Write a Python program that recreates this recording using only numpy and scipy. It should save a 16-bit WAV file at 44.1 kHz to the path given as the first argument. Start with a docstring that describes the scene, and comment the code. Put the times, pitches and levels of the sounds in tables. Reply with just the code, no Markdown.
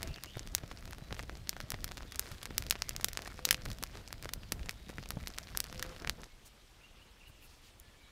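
"""A fire of dry grass and twigs burns on logs in a pine forest, close to the microphone.
From the start there is quiet air, and hiss, fluttering flames and crackle made from noise and tiny pulses.
Far birds (gliding tones), sharp snaps (ringing pulses), boots in grass (grainy noise) and soft puffs join in.
At about 6.3 s the fire sound stops at once; the air and birds go on.
Then a knife strokes faintly along a stick (short bands of noise)."""
import sys
import numpy as np
from scipy import signal
from scipy.fft import rfft, irfft, next_fast_len
from scipy.io import wavfile
from scipy.ndimage import uniform_filter1d

SR = 44100
rng = np.random.default_rng(int(sys.argv[2]) if len(sys.argv) > 2 else 0)


def store_wav(level_fs):
    """Save 16-bit WAV to argv[1]."""
    pcm = np.round(np.clip(np.atleast_2d(level_fs), -1, 1) * 32767)
    wavfile.write(sys.argv[1], SR, pcm.T.astype(np.int16))


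N = 357650
TIME = np.arange(N) / SR
FIRE_END_S = 6.275


def amp(db):
    """Turns decibels into a plain multiplier."""
    return 10 ** (np.asarray(db) / 20)


def evened(x):
    """Scales a signal to an average (rms) strength of 1."""
    return x / np.sqrt(np.mean(x ** 2) + 1e-20)


def read(points, hz):
    """Reads a spectrum between its points, with pitch spaced as the ear hears it (log frequency)."""
    f, value = np.transpose(points)
    return np.interp(np.log(hz + 1), np.log(f + 1), value)


def add(mix, s, sound):
    """Mixes a sound in, starting at s seconds."""
    part = mix[max(round(s * SR), 0):][:len(sound)]
    part += sound[:len(part)]


def noise(spectrum, patchy_db, size=512):
    """Coloured noise of rms 1 whose level drifts in small patches of time and pitch."""
    _, _, z = signal.stft(rng.standard_normal(N), SR, nperseg=size)
    patches = uniform_filter1d(rng.standard_normal(z.shape), size=14, axis=0)
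    patches = evened(uniform_filter1d(patches, size=5, axis=1))
    white = signal.istft(z * amp(patchy_db * patches), SR, nperseg=size)[1][:N]
    count = next_fast_len(N)
    colour = amp(read(spectrum, np.fft.rfftfreq(count, 1 / SR)))
    return evened(irfft(rfft(white, count) * colour, count)[:N])


# How long the trunks and ground scatter sound, before scaling: (frequency [Hz], time to fall 60 dB [s])
FOREST_RING = [(200, 0.14), (2000, 0.34), (6000, 0.48), (15000, 0.46)]


def scatter(x, t60_scale, delay_s=0, size=256):
    """Sparse random echoes, as from ground and trunks; the low pitches die away soonest."""
    taps = rng.standard_normal(SR // 2) * (rng.random(SR // 2) < .12)
    hz, t, z = signal.stft(taps, SR, nperseg=size)
    t60_s = t60_scale * read(FOREST_RING, hz)[:, None]
    tail = signal.istft(z * amp(-60 * t / t60_s), SR, nperseg=size)[1]
    delayed = np.pad(tail, (max(round(delay_s * SR), 0), 0))
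    return signal.fftconvolve(x, delayed / np.linalg.norm(tail))[:N]


def causal(db):
    """Spectra of the sharpest pulses with these levels that make no sound before they start."""
    log_gain = np.log(amp(np.concatenate([db, db[:, -2:0:-1]], axis=1)))
    return np.exp(np.conj(signal.hilbert(log_gain, axis=1)))[:, :db.shape[1]]


# Basic colour of a bursting stem, before dulling and ringing: (frequency [Hz], relative level [dB per Hz])
BURST_COLOUR = [(60, -18), (250, -11), (900, -8.5), (2000, -3.5), (3000, -5), (5000, 0.5), (6500, -1),
                (8500, -3.5), (12000, 0), (15500, 1)]


def bursts(corner_hz, splinter, stem_hz, stem_db, stem_octaves=0.52, overtone_share=0.16, uneven_db=1.4,
           splinter_s=0.0031, heard_hz=600, size=512):
    """One pulse a stem, duller for slow bursts and coloured by its ring, then a rattle of tearing fibres."""
    hz, t = np.fft.rfftfreq(size, 1 / SR), np.arange(size) / SR
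    chance = rng.standard_normal((len(corner_hz), 2, size))
    own_colour = uneven_db * evened(uniform_filter1d(chance[:, 0, :len(hz)], size=9, axis=1))
    dulling = 20 * np.log10(1 + (hz / corner_hz[:, None]) ** 2)
    # a stem rings like a rod: its first two bending modes
    first = np.log2((hz + 1) / stem_hz[:, None])
    second = first - np.log2(2.76)
    ring = 1 / (1 + (first / stem_octaves) ** 2) + overtone_share / (1 + (second / stem_octaves) ** 2)
    colour = causal(read(BURST_COLOUR, hz) - dulling + stem_db[:, None] * ring + own_colour)
    rattle = chance[:, 1] * np.exp(-t / splinter_s) * (1 - np.exp(-t / 0.00017))
    fibres = rfft(rattle, axis=1)
    # set the energy as weighed by a high-pass curve, so deep rumble does not count
    heard = hz ** 2 / np.sqrt(hz ** 4 + heard_hz ** 4)
    share = np.clip(splinter, .01, .95)[:, None]
    out = 0
    for z, part in ((colour, 1 - share), (colour * fibres, share)):
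        energy = np.sum(irfft(z * heard, axis=1) ** 2, axis=1, keepdims=True)
        out = out + irfft(z, axis=1) * np.sqrt(part / energy * SR / 1000)  # rms 1 over 1 ms
    return out


def thumps(rows, cycles=0.3, rush_db=-16, rush_hz=900):
    """A soft push of air: one or two slow swings of pressure, with a brief dull rush."""
    t, out = np.arange(SR // 16) / SR, np.zeros(N)
    for s, db, hz in rows:
        age = t * hz / cycles
        swell = age * np.exp(1 - age)
        rush = evened(signal.lfilter(*signal.butter(2, rush_hz, fs=SR), rng.standard_normal(len(t))))
        add(out, s, amp(db) * swell * (np.sin(2 * np.pi * hz * t) + amp(rush_db) * rush))
    return out


# Colour of the forest air: (frequency [Hz], relative level [dB per Hz])
AIR_COLOUR = [(12, -21), (20, -2), (49, -4.5), (120, -14.5), (150, -19), (319, -21.5), (357, -22.5),
              (825, -25.5), (1710, -27.5), (2140, -27), (2820, -27.5), (3160, -26.5), (6720, -34.5),
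              (13500, -42.5), (16000, -46)]


def forest_air(level_db=-58.76):
    """Still air: steady soft noise, strongest in the bass."""
    return amp(level_db) * noise(AIR_COLOUR, patchy_db=1.5)


# Heat of the embers, as the base level for hiss and fine crackle: (time [s], level [dB])
EMBER_HEAT = [(0.0, -62), (0.7, -62.5), (1.5, -65), (2.4, -60.5), (3.65, -59.5), (4.4, -66), (5.0, -64),
              (5.55, -58), (5.95, -59.5), (6.25, -64.5)]


def embers():
    """The rise and fall of the embers' heat, as a level in dB at every moment."""
    return np.interp(TIME, *np.transpose(EMBER_HEAT))


# Colour of the hiss: (frequency [Hz], relative level [dB per Hz])
HISS_COLOUR = [(150, 1), (250, -3.5), (429, -2.5), (686, 8.5), (860, -16), (1380, 2), (2670, -5.5),
               (4730, -5.5), (7570, -22), (14200, -14.5), (15200, -40), (16000, -44)]


def hiss(ember_db, gain_db=-3.5):
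    """A soft, patchy noise that follows the heat of the embers."""
    return amp(ember_db + gain_db) * noise(HISS_COLOUR, patchy_db=4.5)


# Colour of the flames' flutter: (frequency [Hz], relative level [dB per Hz])
FLUTTER_COLOUR = [(12, -28), (22, 0.5), (38, 1.5), (70, -1), (125, -7), (200, -12.5), (280, -18.5),
                  (450, -24), (700, -27), (1500, -48)]
# The flames leap up for a moment: (time of the height [s], length [s], rise [dB])
FLAME_FLARES = [(0.083, 0.062, 10), (1.282, 0.19, 2.5), (3.683, 0.072, 8.5), (4.583, 0.089, 6),
                (5.796, 0.054, 5)]


def flames(mean_db=-50.5, waver_db=2.2, quickest_hz=9, count=24):
    """A low flutter of noise that wavers at random and swells with each flare."""
    waver = np.zeros(N)
    for hz in np.geomspace(1, quickest_hz, count):
        waver += np.sin(2 * np.pi * (hz * TIME + rng.random()))
    level_db = mean_db + waver_db * evened(waver)
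    for s, length, rise_db in FLAME_FLARES:
        level_db += rise_db * np.exp(-(2 * (TIME - s) / length) ** 2)
    return amp(level_db) * noise(FLUTTER_COLOUR, patchy_db=1.55)


def crackle(ember_db, per_s=150, over_db=3, spread_db=3.5, dull_hz=1200, bright_hz=9500, count=32):
    """Many thin blades burst faintly at random, their level following the heat of the embers."""
    corner_hz = np.geomspace(dull_hz, bright_hz, count)
    kinds = bursts(corner_hz, np.full(count, .08), rng.permutation(corner_hz), np.full(count, 12.))
    out = np.zeros(N)
    for when, kind, luck in rng.random((int(per_s * N / SR), 3)):
        size_db = spread_db * min(-np.log(luck), 3.5)  # mostly small, a few large
        add(out, when * N / SR, amp(over_db + size_db) * kinds[int(kind * count)])
    return out * amp(ember_db)


# Bird notes: (time [s], length [s], start pitch [Hz], end pitch [Hz], level before the direct and echo
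# gains [dB], buzz [share of the pitch])
BIRD_NOTES = [(.008, 0.06, 693, 618, -54, 0.016), (0.07, 0.08, 2550, 2980, -60, 0.06),
              (0.153, 0.037, 2680, 2840, -58, 0.048), (0.257, 0.069, 2800, 3260, -58, 0.049),
              (0.313, 0.086, 3310, 3830, -62, .04), (0.654, .06, 5700, 5130, -72, 0.02),
              (1.003, 0.091, 3950, 3980, -66, .007), (1.38, 0.073, 4150, 4220, -71, .004),
              (2.057, 0.092, 3890, 3270, -64, 0.041), (2.837, 0.077, 2150, 1990, -62, 0.057),
              (3.283, 0.05, 2250, 2160, -63, 0.035), (3.33, 0.3, 505, 508, -57.5, 0.0046),
              (4.354, .19, 5480, 3800, -71, 0.0036), (4.689, 0.36, 3840, 3720, -73, 0.018),
              (5.68, 0.32, 514.6, 514, -58.5, 0.004), (6.27, 0.082, 2200, 2200, -72, 0.012),
              (6.795, 0.036, 2580, 2720, -67, 0.047), (6.83, 0.038, 2720, 2890, -61, .025),
              (6.946, 0.085, 2560, 2700, -69, 0.045), (7.006, 0.034, 2810, 2950, -63, 0.023),
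              (7.195, 0.059, 2760, 2420, -63, 0.06), (7.247, 0.042, 2800, 2980, -62.5, 0.03),
              (7.34, 0.085, 2860, 2610, -73, 0.054), (7.413, 0.042, 2620, 2776, -64, 0.045),
              (7.802, 0.14, 1734, 1720, -73, 0.01), (7.865, .025, 4200, 4100, -71, .01),
              (7.93, 0.19, 2340, 2260, -72, .032), (8.017, 0.08, 3930, 3790, -70, .02)]


def birds(direct_db=-1, echo_db=-3.5, flutter_per_buzz=9):
    """Far whistles, chirps and low hoots, blurred by the forest; buzz shakes both pitch and level."""
    out = np.zeros(N)
    for s, length, start_hz, end_hz, db, buzz in BIRD_NOTES:
        count = int(length * SR)
        chance = rng.standard_normal((2, SR))
        wobble, flutter = evened(uniform_filter1d(chance, size=120, axis=1))[:, :count]
        hz = np.geomspace(start_hz, end_hz, count) * (1 + buzz * wobble)
        note = np.sin(2 * np.pi * np.cumsum(hz) / SR) * np.exp(flutter_per_buzz * buzz * flutter)
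        add(out, s, amp(db) * evened(note) * signal.windows.tukey(count, .6))
    return amp(direct_db) * out + amp(echo_db) * scatter(out, t60_scale=1.9)


# Loud bursts of stems and twigs, with a few dull knocks of twigs laid down by hand (near 1.11 s and 1.2 s):
# (time [s], level over 1 ms [dB], brightness corner [Hz], # energy in the splintering after the burst [share
# 0-1], stem resonance [Hz], resonance height [dB])
STEM_SNAPS = [(0.0205, -40, 1800, 0.0, 9750, 9), (0.0302, -28.5, 3800, 0.24, 12000, 7.5),
              (0.0747, -39.5, 2100, 0.06, 7150, 13), (0.1422, -39, 2400, 0.26, 4260, 26),
              (0.161, -43, 5200, 0.05, 3120, 9), (0.2368, -32, 18000, 0.05, 1360, 4),
              (0.2453, -40.5, 2400, 0.3, 1230, 8), (0.371, -38, 700, 0.2, 12000, 17),
              (0.3943, -34, 2400, 0.06, 6940, 18), (0.4743, -39.5, 3300, 0.03, 9750, 6),
              (0.5501, -17.0, 18000, 0, 6800, 4.5), (0.5813, -37.5, 3300, 0.1, 9750, 4),
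              (0.635, -40.0, 700, 0.6, 1860, 2), (0.7143, -37.5, 1000, 0.17, 3120, 6),
              (0.8554, -42, 7100, 0.03, 1230, 6), (0.9094, -42.5, 2100, 0, 12000, 18),
              (0.9322, -38, 1790, 0, 7930, 8), (1.1083, -37.5, 1000, 0.3, 1680, 6),
              (1.1264, -31.5, 1500, 0.09, 3120, 4.5), (1.1665, -42.5, 1100, 0, 3120, 13),
              (1.1934, -32, 2100, 0.02, 1860, 5), (1.199, -37, 800, 0.31, 1680, 12),
              (1.2959, -34.5, 1300, 0.02, 1850, 3.5), (1.473, -41.5, 2400, 0.2, 3120, 8),
              (1.4935, -21.5, 18100, 0, 4800, 6), (1.5298, -39.5, 1300, 0.1, 3120, 6),
              (1.5661, -37.5, 1500, 0.26, 1510, 2), (1.6034, -32.5, 2100, 0.05, 12000, 4),
              (1.6119, -40, 5200, 0.2, 4720, 4), (1.7044, -27, 18000, 0, 9750, 3),
              (1.7197, -29.5, 2400, 0.01, 10820, 13.5), (1.7428, -34.0, 1100, 0.4, 2810, 5),
              (1.8437, -26.0, 18000, 0.09, 1360, 3.5), (1.8787, -40, 2800, 0.45, 12000, 9),
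              (1.9133, -39.0, 1800, 0.1, 5810, 1), (1.9187, -37, 2800, 0, 7930, 6),
              (1.972, -37, 4500, 0.01, 1360, 2), (1.9792, -37.5, 1800, 0.14, 7930, 6),
              (2.0066, -41, 1100, 0, 1360, 7), (2.0314, -43.5, 800, 0.17, 3460, 18),
              (2.1216, -36.5, 3800, 0.4, 10820, 6), (2.1456, -44, 3800, 0.0, 10820, 5),
              (2.1588, -34.5, 9700, 0.02, 7930, 10), (2.1947, -20.0, 18000, 0, 8650, 5),
              (2.3166, -39.0, 3300, 0.58, 12000, 9), (2.43, -34.5, 3300, 0.5, 10820, 11),
              (2.456, -32.0, 3300, 0.09, 9750, 7), (2.5074, -38.5, 704, 0.2, 2060, 5),
              (2.581, -18.0, 18000, 0, 9750, 2.5), (2.6238, -34, 3800, 0, 12000, 4),
              (2.6662, -37, 5200, 0.14, 4720, 3), (2.6993, -33.5, 13200, 0.03, 7150, 17),
              (2.7093, -15.0, 18000, 0.06, 2810, 9), (2.7246, -29.0, 3800, 0.13, 1680, 5),
              (2.7549, -35, 1000, 0.02, 2810, 7), (2.76, -41.5, 1000, 0.18, 3120, 8),
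              (2.8211, -22, 3800, 0, 5730, 9.5), (2.8931, -25.5, 15400, 0, 7040, 7.5),
              (2.9085, -38, 2100, 0.25, 2810, 14), (2.9643, -29, 8300, 0.01, 5270, 6),
              (2.999, -39.5, 700, 0, 1510, 7), (3.011, -36.5, 3800, 0.4, 9750, 5),
              (3.045, -16.0, 15400, 0, 1360, 1.5), (3.0848, -29, 8300, 0.5, 1350, 0),
              (3.1322, -34.0, 18000, 0.03, 1860, 8), (3.1734, -25.5, 2820, 0, 7900, 9),
              (3.1917, -35, 1500, 0.06, 1680, 3), (3.2208, -37.5, 5200, 0.01, 6440, 1),
              (3.2576, -36.5, 1800, 0.7, 2060, 13), (3.2752, -33.5, 1500, 0.7, 9750, 9),
              (3.3918, -38, 800, 0.3, 1680, 0), (3.4527, -16.5, 18000, 0.23, 4260, 5.5),
              (3.472, -40, 700, 0.3, 9750, 5), (3.4896, -26, 5200, 0.04, 1860, 6),
              (3.5095, -11, 18200, 0.22, 2050, 8.5), (3.528, -26.0, 2800, 0.04, 9750, 17),
              (3.5449, -25.0, 3800, 0.08, 2810, 13), (3.6559, -36.5, 7100, 0.08, 1510, 8),
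              (3.6606, -34.5, 1500, 0.06, 2060, 1.5), (3.7023, -38.0, 3300, 0.5, 12000, 7),
              (3.7158, -36.5, 6100, 0, 3840, 8), (3.7308, -43, 8300, 0.13, 7930, 3),
              (3.7858, -42.5, 6100, 0.06, 1360, 5), (3.827, -32.0, 2100, 0.03, 10820, 18),
              (3.8373, -26, 13200, 0, 1110, 8.5), (3.9546, -41.5, 1000, 0, 7930, 5),
              (3.9726, -42.5, 4500, 0.05, 1110, 5), (4.1065, -43.5, 1000, 0.26, 2060, 5),
              (4.128, -32.0, 3280, 0.01, 12000, 7), (4.2264, -37.5, 13200, 0.1, 1680, 9),
              (4.2368, -42.5, 1800, 0.2, 2810, 1), (4.246, -38.5, 3770, 0.2, 8790, 5),
              (4.2564, -34.5, 1000, 0.08, 12000, 5), (4.2914, -33.5, 3800, 0.2, 1360, 8),
              (4.3364, -26, 18000, 0.03, 3460, 4), (4.5215, -22.5, 6100, 0.22, 10820, 4),
              (4.6593, -42.5, 1300, 0.4, 7930, 19), (4.6879, -39, 1300, 0.1, 2540, 9),
              (4.6937, -26.5, 6100, 0.04, 2030, 8.5), (4.7094, -39, 5200, 0.3, 10820, 11),
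              (4.8929, -41, 1500, 0.2, 9750, 13), (4.898, -40.5, 700, 0.35, 12000, 2),
              (4.9834, -32.5, 1100, 0.12, 1860, 10.5), (5.0279, -43, 1100, 0.3, 5810, 8),
              (5.0371, -43.5, 2400, 0, 3460, 11), (5.0586, -43, 1800, 0, 7930, 7),
              (5.0893, -41, 11300, 0, 7930, 9), (5.106, -28.5, 3400, 0.05, 11900, 14.5),
              (5.273, -30.0, 4500, 0.03, 4260, 4), (5.2804, -40, 9700, 0.5, 10820, 11),
              (5.3784, -37.5, 2400, 0.15, 1860, 4), (5.3852, -28.5, 5200, 0, 7930, 6),
              (5.5497, -35, 1300, 0.5, 1680, 7), (5.5735, -21.5, 8300, 0, 12000, 10),
              (5.6034, -21.5, 13200, 0, 7930, 5), (5.6417, -35.0, 8300, 0, 4260, 4),
              (5.7272, -37.5, 2400, 0.1, 12000, 6), (5.7954, -33.0, 3800, 0.2, 7930, 9),
              (5.8264, -25.5, 9700, 0.28, 1580, 12), (5.964, -42.5, 1500, 0.11, 3120, 7),
              (6.0474, -32, 1500, 0, 1680, 10), (6.0742, -27.5, 2800, 0.03, 2540, 6),
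              (6.0962, -21.5, 6100, 0.01, 2080, 6), (6.2342, -41, 1800, 0, 1860, 4)]


def snaps(clean_share=0.045):
    """The loud bursts, and the part that enters the log pile: a twig that splinters shakes it most."""
    s, db, corner_hz, splinter, stem_hz, stem_db = np.transpose(STEM_SNAPS)
    pulses = amp(db)[:, None] * bursts(corner_hz, splinter, stem_hz, stem_db)
    direct, shake = np.zeros((2, N))
    for at, pulse, share in zip(s, pulses, splinter):
        add(direct, at, pulse)
        add(shake, at, pulse * np.sqrt(clean_share + abs(share)))
    return direct, shake


def pops(db=-43.5, per_s=9, chained=.55, lag_s=.03, dull_hz=800, bright_hz=4000, splinter=0.18,
         stem_db=11, low_stem_hz=1400, high_stem_hz=13000):
    """Smaller stems burst with their own brightness and ring; many are set off by a loud snap before."""
    when, speed, stem, chain, lag = rng.random((int(per_s * FIRE_END_S), 5)).T
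    snap_s = np.transpose(STEM_SNAPS)[0][(when * len(STEM_SNAPS)).astype(int)]
    after_snap = snap_s - lag_s * np.log(lag)
    starts = np.where(chain < chained, after_snap, when * FIRE_END_S)
    corner_hz = dull_hz * (bright_hz / dull_hz) ** speed
    stem_hz = low_stem_hz * (high_stem_hz / low_stem_hz) ** stem
    alike = np.ones(len(when))
    out = np.zeros(N)
    for s, pulse in zip(starts, bursts(corner_hz, splinter * alike, stem_hz, stem_db * alike)):
        add(out, s, amp(db) * pulse)
    return out


# Boots and sleeves brushing through grass: (time [s], length [s], level before the swell [dB],
# brightness corner [Hz])
GRASS_SCUFFS = [(0.022, 0.14, -53, 2500), (1.17, 0.057, -55, 9000), (2.187, 0.33, -55.5, 6960),
                (3.2, 0.14, -57.5, 3000), (3.918, 0.17, -54.5, 5030), (5.842, 0.043, -51, 2000),
                (5.871, 0.16, -54.5, 4530), (5.998, 0.076, -52.5, 1500), (6.176, 0.073, -53, 1200)]
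# Colour of the rustling grass: (frequency [Hz], relative level [dB per Hz])
GRASS_COLOUR = [(60, -20), (300, 2.5), (800, -5), (2000, -8), (6000, -12), (16000, -5)]


def scuffs(grain=0.17):
    """Each brush through the grass is a grainy rustle that rises quickly and trails off."""
    out, rustle = np.zeros(N), noise(GRASS_COLOUR, patchy_db=0.5)
    grains = evened(uniform_filter1d(rng.standard_normal(N), size=90))
    rustle = evened(rustle * np.exp(grain * grains))
    for s, length, db, corner_hz in GRASS_SCUFFS:
        piece = rustle[int(s * SR):][:int(length * SR)]
        piece = signal.lfilter(*signal.butter(2, corner_hz, fs=SR), piece)
        swell = np.sin(np.pi * np.sqrt(np.linspace(0, 1, len(piece)))) ** 2
        add(out, s, amp(db) * swell * evened(piece))
    return out


def small_puffs(db=-48, spread_db=4, per_s=13, low_hz=170, high_hz=700):
    """Little pockets of gas that catch at random, as rows (time [s], level [dB], pitch [Hz])."""
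    when, size, pitch = rng.random((int(per_s * FIRE_END_S), 3)).T
    level_db = db + spread_db * (2 * size - 1)
    return zip(when * FIRE_END_S, level_db, low_hz * (high_hz / low_hz) ** pitch)


# Larger pockets of gas catching: (time [s], peak level of the swell [dB], pitch [Hz])
GAS_PUFFS = [(0.366, -32.5, 112), (0.636, -35, 114), (1.021, -35.5, 127), (1.116, -34, 101),
             (1.637, -36, 112), (1.735, -35, 110), (3.824, -37, 225), (4.522, -34, 197), (4.687, -43, 168),
             (4.891, -46, 223), (4.985, -37.5, 101), (5.169, -28, 152), (6.07, -38.5, 129)]


def puffs():
    """Pockets of gas catch, each giving the air a soft push."""
    return thumps(GAS_PUFFS) + thumps(small_puffs())


def fire(logs_db=-13, trees_db=-25, fade_s=0.0085):
    """Snaps rattle among the logs and echo from the trees, over hiss, flames and puffs, until a quick end."""
    ember_db = embers()
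    direct, shake = snaps()
    small = pops()
    cracks = direct + small + crackle(ember_db)
    logs = amp(logs_db) * scatter(shake + small / 2, t60_scale=.17)
    trees = amp(trees_db) * scatter(cracks, t60_scale=0.22, delay_s=.006)
    burning = cracks + logs + trees + flames() + hiss(ember_db) + puffs()
    return burning * np.clip((FIRE_END_S - TIME) / fade_s, 0, 1)


# Knife strokes: (time [s], length [s], level before the swell [dB], centre of the scrape [Hz])
KNIFE_STROKES = [(6.44, 0.058, -57.5, 6860), (7.258, 0.061, -64, 14000), (7.395, 0.1, -62, 12000),
                 (7.418, 0.22, -67.5, 4800), (7.586, 0.15, -63, 3370), (7.798, 0.0037, -47, 9500)]
# The stick nudges the ground: (time [s], peak level of the swell [dB], pitch [Hz])
STICK_NUDGES = [(7.295, -47.5, 90)]


def knife(width_octaves=0.98):
    """Bands of noise for a blade scraping thin shavings off a stick that stands on the ground."""
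    out = thumps(STICK_NUDGES)
    for s, length, db, centre_hz in KNIFE_STROKES:
        count = int(length * SR)
        octaves = np.log2((np.fft.rfftfreq(SR, 1 / SR) + 1) / centre_hz)
        band = 1 / (1 + (octaves / width_octaves) ** 2)
        scrape = irfft(rfft(rng.standard_normal(SR)) * band)[:count]
        add(out, s, amp(db) * np.hanning(count) * evened(scrape))
    return out


def scene():
    """Fire, birds, grass and knife in still forest air."""
    return (forest_air() + birds() + scuffs() + fire() + knife())[None]


def record(dry, swing_hz=3600, edge_hz=15700):
    """The microphone delays the lower part of each click a little, so it swings both ways; then a treble cut."""
    lag = np.exp(-2 * np.pi * swing_hz / SR)
    swung = signal.lfilter([lag, -1], [1, -lag], dry)
    treble_cut = signal.firwin(255, edge_hz, window=("kaiser", 9), fs=SR)
    return signal.oaconvolve(swung, treble_cut[None], "same")


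dry = scene()
out = record(dry)
store_wav(out)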